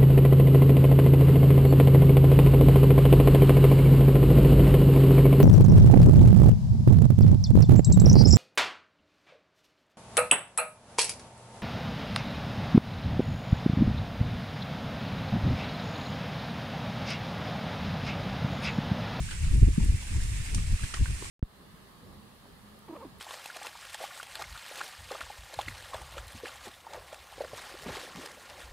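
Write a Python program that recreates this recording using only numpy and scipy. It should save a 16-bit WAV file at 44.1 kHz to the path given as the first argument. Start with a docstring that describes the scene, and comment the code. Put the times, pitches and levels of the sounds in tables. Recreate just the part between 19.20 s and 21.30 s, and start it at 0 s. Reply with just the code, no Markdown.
"""Wind at a reedy pond edge

A quiet bank, heard on a hand-held pair of microphones. Wind turbulence rumbles and buffets right
on the ports. Nearby the water plops faintly as bubbles ring, and splashes in short puffs of spray;
a few hard contacts click dryly, as of pebbles or stalks. Behind it all, air and reeds hiss steadily."""
import sys
import numpy as np
from scipy import signal
from scipy.fft import rfft, irfft
from scipy.io import wavfile
from scipy.ndimage import uniform_filter1d

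SR = 44100
rng = np.random.default_rng(int(sys.argv[2]) if len(sys.argv) > 2 else 0)


def persist_wave(psi):
    """Save psi, clipped to +-1, as 16-bit WAV."""
    counts = np.round(np.clip(psi, -1, 1) * 32767).astype(np.int16)
    wavfile.write(sys.argv[1], SR, np.atleast_2d(counts).T)


N = 92610
T = np.arange(N) / SR

# Gusts right on the microphones (time [s], rumble level [dB], flutter level [dB])
GUSTS = [(0.0, -23, -37), (0.03, -30.5, -57.5), (0.09, -39.5, -51.5), (0.2, -32, -55.5), (0.23, -24, -59),
         (0.27, -22, -63), (0.3, -25.5, -74), (0.33, -17.5, -37), (0.39, -21.5, -36), (0.41, -28, -57),
         (0.43, -4.5, -22), (0.46, -23, -53), (0.48, -14.5, -27), (0.51, -23, -45.5), (0.56, -34, -84),
         (0.58, -41, -27), (0.62, -18, -40), (0.67, -26, -39.5), (0.7, -17, -41), (0.76, -31, -47.5),
         (0.79, -37.5, -54), (0.86, -38.5, -58.5), (0.97, -22.5, -38.5), (1.01, -27, -52), (1.22, -31, -54),
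         (1.25, -38, -57.5), (1.37, -23, -38), (1.45, -31, -64), (1.5, -26.5, -63), (1.54, -16, -46),
         (1.58, -47.5, -64), (1.64, -25, -44), (1.68, -48, -59), (1.78, -35.5, -61), (1.81, -15, -35.5),
         (1.82, -9.5, -47), (1.86, -39, -59), (1.91, -23.5, -47), (1.96, -34.5, -60), (2.0, -47, -54),
         (2.02, -43, -47), (2.1, -43, -64)]
# Spectrum of the deep rumble at the ports (frequency [Hz], level [dB])
RUMBLE_SPECTRUM = [(5, -5.5), (16, -5.5), (38, 0.5), (65, -2), (100, -7), (150, -16.5), (220, -29),
                   (400, -47), (800, -100)]
# Spectrum of the flutter above it (frequency [Hz], level [dB])
FLUTTER_SPECTRUM = [(60, -33), (135, -4.5), (180, -1.5), (250, -8), (340, -13.5), (450, -17.5), (650, -32),
                    (1500, -85)]
# Single strong eddies thumping the microphones (time [s], peak level [dB], half width [s])
EDDIES = [(0.382, -14.5, 0.0024), (.431, -7, 0.005), (0.478, -13, 0.0031), (0.5823, -15.5, 0.0014),
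          (.697, -11.5, 0.0056), (0.748, -15, 0.00275), (1.205, -21.5, 0.0028), (1.543, -19.5, 0.0034),
          (1.817, -13.5, 0.005)]
def wind(rumble_db=-1, flutter_db=1.5, dip_share=0.47, port_lag_s=0.00088):
    """Turbulent pressure on both ports: rumble, flutter and large eddies, reaching the left first."""
    rumble = steadied(port_noise(RUMBLE_SPECTRUM, shared_power=0.95), size=1500)
    flutter = steadied(port_noise(FLUTTER_SPECTRUM, shared_power=0.98), size=900)
    rumble *= amp(rumble_db) * curve(GUSTS, column=1)
    flutter *= amp(flutter_db) * curve(GUSTS, column=2)
    for start, db, width_s in EDDIES:
        offset_sq = ((T - start) / width_s) ** 2
        calm = 1 - dip_share * np.exp(-offset_sq / 10)  # the rumble dips around each large eddy
        thump = amp(db) * (1 - offset_sq) * np.exp(-offset_sq / 2)
        rumble = rumble * calm + thump
    fade_in = np.minimum(T / 0.006, 1)
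    left, right = (panned(rumble, 0.5) + panned(flutter, 2.2)) * fade_in
    return np.array([left, np.interp(T - port_lag_s, T, right)])


# Bubbles at the water's edge (time [s], level [dB], pitch [Hz], left minus right [dB])
BUBBLES = [(.089, -37, 1570, -6), (0.11, -36, 1750, -7), (.115, -37.5, 1430, -7), (.128, -39.5, 1560, -10),
           (0.243, -46, 1400, -2), (.601, -44.5, 910, 7), (1.003, -41, 1610, -9), (1.381, -41, 1236, -6),
           (1.594, -41, 1240, -6), (1.635, -34, 1610, -7), (1.7383, -31, 1270, 5), (1.743, -30.5, 1850, 2),
           (1.746, -34.5, 1490, -1), (1.771, -42, 1090, 5), (1.795, -52, 1060, 7), (1.855, -42.5, 995, 8),
           (1.8582, -32.5, 1510, -9), (2.023, -39, 1005, 3), (2.024, -33.5, 369, 0),
           (2.054, -43.5, 1065, 11)]
# Spectrum of the spray in plops and splashes (frequency [Hz], level [dB])
SPRAY_SPECTRUM = [(200, 0), (500, -15), (900, -12), (1600, -9), (3000, -0.5), (4200, -7), (8000, -9),
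                  (11000, -28), (15000, -28)]
def plops(glide_per_s=6.6, fizz=0.23):
    """Each bubble rings for a few cycles, rising in pitch, with a little fizz of spray."""
    out = np.zeros((2, N))
    envelope = burst(rise_s=0.0012, decay_s=0.003)
    for start, db, hz, pan_db in list(BUBBLES) + lapping():
        cycles = np.cumsum(hz * (1 + glide_per_s * T[:len(envelope)])) / SR
        bubble = np.sin(2 * np.pi * cycles) + fizz * spray(len(envelope))
        add(out, start, amp(db) * envelope * bubble, pan_db)
    return out


def lapping(count=36, db=-49, spread_db=2.5, low_hz=735, high_hz=2013):
    """Water lapping among the stones: faint random bubbles, as rows like those of BUBBLES."""
    rows = []
    for when, loud, pitch, side in rng.random((count, 4)):
        hz = low_hz * (high_hz / low_hz) ** pitch
        rows.append((when * N / SR, db + spread_db * (2 * loud - 1), hz, 2 - 6 * side))
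    return rows


def spray(size):
    """The noise of fine spray, different at each microphone."""
    return unit(colour(rng.standard_normal((2, size)), SPRAY_SPECTRUM))


# Small splashes nearby (time [s], level [dB], decay [s], left minus right [dB])
SMALL_SPLASHES = [(0.108, -34.5, 0.013, -1), (.245, -40.5, 0.0045, 4), (1.345, -37, 0.0034, -2),
                  (1.638, -36.5, 0.0065, 7), (1.739, -29, 0.0034, -4), (1.742, -34.5, 0.0055, 1),
                  (1.906, -40, 0.004, -10), (2.043, -35.5, 0.0023, 7)]
def splashes():
    """Each splash throws up a short puff of spray."""
    out = np.zeros((2, N))
    for start, db, decay_s, pan_db in SMALL_SPLASHES:
        envelope = burst(rise_s=0.0026, decay_s=decay_s)
        add(out, start, amp(db) * envelope * spray(len(envelope)), pan_db)
    return out


# Dry clicks nearby (time [s], level [dB], decay [s], centre [Hz], left minus right [dB])
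DRY_CLICKS = [(.345, -43, .002, 10000, -10), (0.371, -38, .001, 11000, -11),
              (.548, -37, 0.00072, 8800, -13), (.6478, -33.5, .001, 9600, -19),
              (1.011, -37.5, .001, 10500, -6), (1.034, -38, 0.0011, 10000, -9),
              (1.3462, -27, 0.002, 5760, 15), (1.348, -26.5, 0.0018, 6200, -13),
              (1.3556, -44, 0.0017, 7200, -14), (1.7438, -25.5, 0.00027, 4500, 10)]
def clicks(width_octaves=0.38, skirt_db=-15):
    """Tiny hard contacts: a millisecond or so of noise in one broad resonance."""
    out = np.zeros((2, N))
    for start, db, decay_s, centre_hz, pan_db in DRY_CLICKS:
        envelope = burst(rise_s=0.00037, decay_s=decay_s)
        octaves = np.log2((np.fft.rfftfreq(len(envelope), 1 / SR) + 1) / centre_hz)
        resonance = np.exp(-0.5 * (octaves / width_octaves) ** 2)
        skirt = amp(skirt_db) * np.exp(-0.5 * (octaves / 2) ** 2)
        noise = rng.standard_normal((2, len(envelope)))
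        contact = unit(irfft(rfft(noise) * (resonance + skirt)))
        add(out, start, amp(db) * envelope * contact, pan_db)
    return out


def bank_scatter(sound, t60_s=0.15, echoes_per_s=2000, size=8192):
    """Short, sparse reflections from the stones and reeds around the pond."""
    t = T[:size]
    echoes = rng.standard_normal((2, size)) * (rng.random((2, size)) < echoes_per_s / SR)
    echoes *= (t > 0.003) * 1000.0 ** (-t / t60_s)  # nothing returns in the first 3 ms
    echoes /= np.linalg.norm(echoes, axis=1, keepdims=True)
    return signal.fftconvolve(sound, echoes, axes=1)[:, :N]


# Spectrum of the open air and reeds all around (frequency [Hz], left level [dB], right level [dB])
HISS_SPECTRUM = [(100, -51, -2), (430, -11, -9), (724, -11.5, -15), (890, -9, -8.5), (1400, -11, -6.5),
                 (1780, -6.5, -0.5), (2700, -3.5, 0.5), (3060, -9.5, -3.5), (4640, -8.5, -6.5),
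                 (7000, -7, -5.5), (7300, -1.5, -5), (9360, -9.5, -2), (10040, -25.5, -9),
                 (11740, -22.5, -17.5), (15100, -24, -24)]
# Level of that hiss, which dips about 3 dB under the strongest gust (time [s], level [dB])
HISS_LEVEL = [(0, -45.5), (.12, -42.5), (.3, -44), (.44, -46.5), (.65, -44.5), (.95, -43), (1.3, -42.5),
              (1.5, -43.5), (1.7, -43), (2.1, -43)]
def air(shared_power=0.073, lag_s=0.00045):
    """Wide hiss of air and reeds; a small share reaches both microphones, the left one first."""
    noise = rng.standard_normal((3, N))
    shared = np.array([noise[2], np.roll(noise[2], round(lag_s * SR))])
    hiss = shimmer(np.sqrt(1 - shared_power) * noise[:2] + np.sqrt(shared_power) * shared)
    bed = unit(hiss) * curve(HISS_LEVEL) + reed_crackle()
    return bed.std() * unit(colour_sides(bed, HISS_SPECTRUM))


def shimmer(hiss, patch_db=1.09, flicker_db=0.77):
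    """The hiss flickers faintly, in patches of its spectrum and as a whole."""
    spectra = signal.stft(hiss, nperseg=512, noverlap=384)[2]
    patches = uniform_filter1d(rng.standard_normal(spectra.shape[1:]), size=5, axis=0)
    patches = unit(uniform_filter1d(patches, size=16, axis=1))
    flicker = unit(uniform_filter1d(rng.standard_normal(spectra.shape[2]), size=10))
    gain = amp(patch_db * patches + flicker_db * flicker)
    return signal.istft(spectra * gain, nperseg=512, noverlap=384)[1][:, :N]


def reed_crackle(ticks_per_s=160, db=-57.5, spread_db=1.5):
    """Dry reed leaves give a fine crackle of random ticks."""
    ticks = rng.random((2, N)) < ticks_per_s / SR
    strength = amp(spread_db * np.minimum(rng.exponential(1, (2, N)), 4))
    return amp(db) * unit(ticks * strength * rng.choice([-1, 1], (2, N)))


def port_noise(spectrum, shared_power):
    """Coloured noise for two microphone ports that share part of their power."""
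    shared, left, right = colour(rng.standard_normal((3, N)), spectrum)
    return np.sqrt(shared_power) * shared + np.sqrt(1 - shared_power) * np.array([left, right])


def steadied(noise, size):
    """Evens out the slow swells of a stereo noise and keeps its quick lumps."""
    return noise / np.sqrt(uniform_filter1d((noise ** 2).mean(0), size) + 1e-20)


def amp(db):
    """Decibels to gain."""
    return 10 ** (np.asarray(db) / 20)


def unit(x):
    """Scales to rms 1."""
    return x / np.sqrt(np.mean(x ** 2) + 1e-20)


def curve(table, column=1):
    """One dB column of a time table as a gain per sample."""
    columns = np.transpose(table)
    return amp(np.interp(T, columns[0], columns[column]))


def colour(x, table, column=1):
    """Filters x by one dB column of a spectrum table."""
    columns, hz = np.transpose(table), np.fft.rfftfreq(x.shape[-1], 1 / SR)
    gain = amp(np.interp(np.log(hz + 1), np.log(columns[0] + 1), columns[column]))
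    return irfft(rfft(x) * gain, x.shape[-1])


def colour_sides(stereo, table):
    """Filters left and right by their own columns of a spectrum table."""
    return np.array([colour(stereo[0], table, column=1), colour(stereo[1], table, column=2)])


def panned(sound, pan_db):
    """Lifts the left side over the right by pan_db."""
    return sound * amp([[pan_db / 2], [-pan_db / 2]])


def add(mix, start_s, sound, pan_db):
    """Adds a sound at its start time, leaning left or right."""
    part = mix[:, round(start_s * SR):][:, :sound.shape[-1]]
    part += panned(sound, pan_db)[:, :part.shape[1]]


def burst(rise_s, decay_s, size=4096):
    """Envelope with a straight rise and an exponential fall."""
    t = T[:size]
    return np.minimum(t / rise_s, 1) * np.exp(-np.maximum(t - rise_s, 0) / decay_s)


# Microphone treble on near sounds, rolling off around a peak at 8.9 kHz
# (frequency [Hz], left gain [dB], right gain [dB])
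MIC_RESPONSE = [(1000, 1, 1.5), (8000, -9, -5.5), (8900, 10, 6), (10200, -14, -4), (12000, -12, -11),
                (15000, -15, -18)]
def scene(scatter_db=-6):
    """The small near sounds of the pond, the air around it and the wind on the microphones."""
    pond = plops() + splashes() + clicks()
    pond += amp(scatter_db) * bank_scatter(pond)
    return colour_sides(pond, MIC_RESPONSE) + air() + wind()


def record(dry):
    """The recorder's band limit, at 15.3 kHz."""
    lowpass = signal.firwin(511, 15300, window=("kaiser", 9), fs=SR)
    return signal.oaconvolve(dry, lowpass[None], "same")


dry = scene()
out = record(dry)
persist_wave(out)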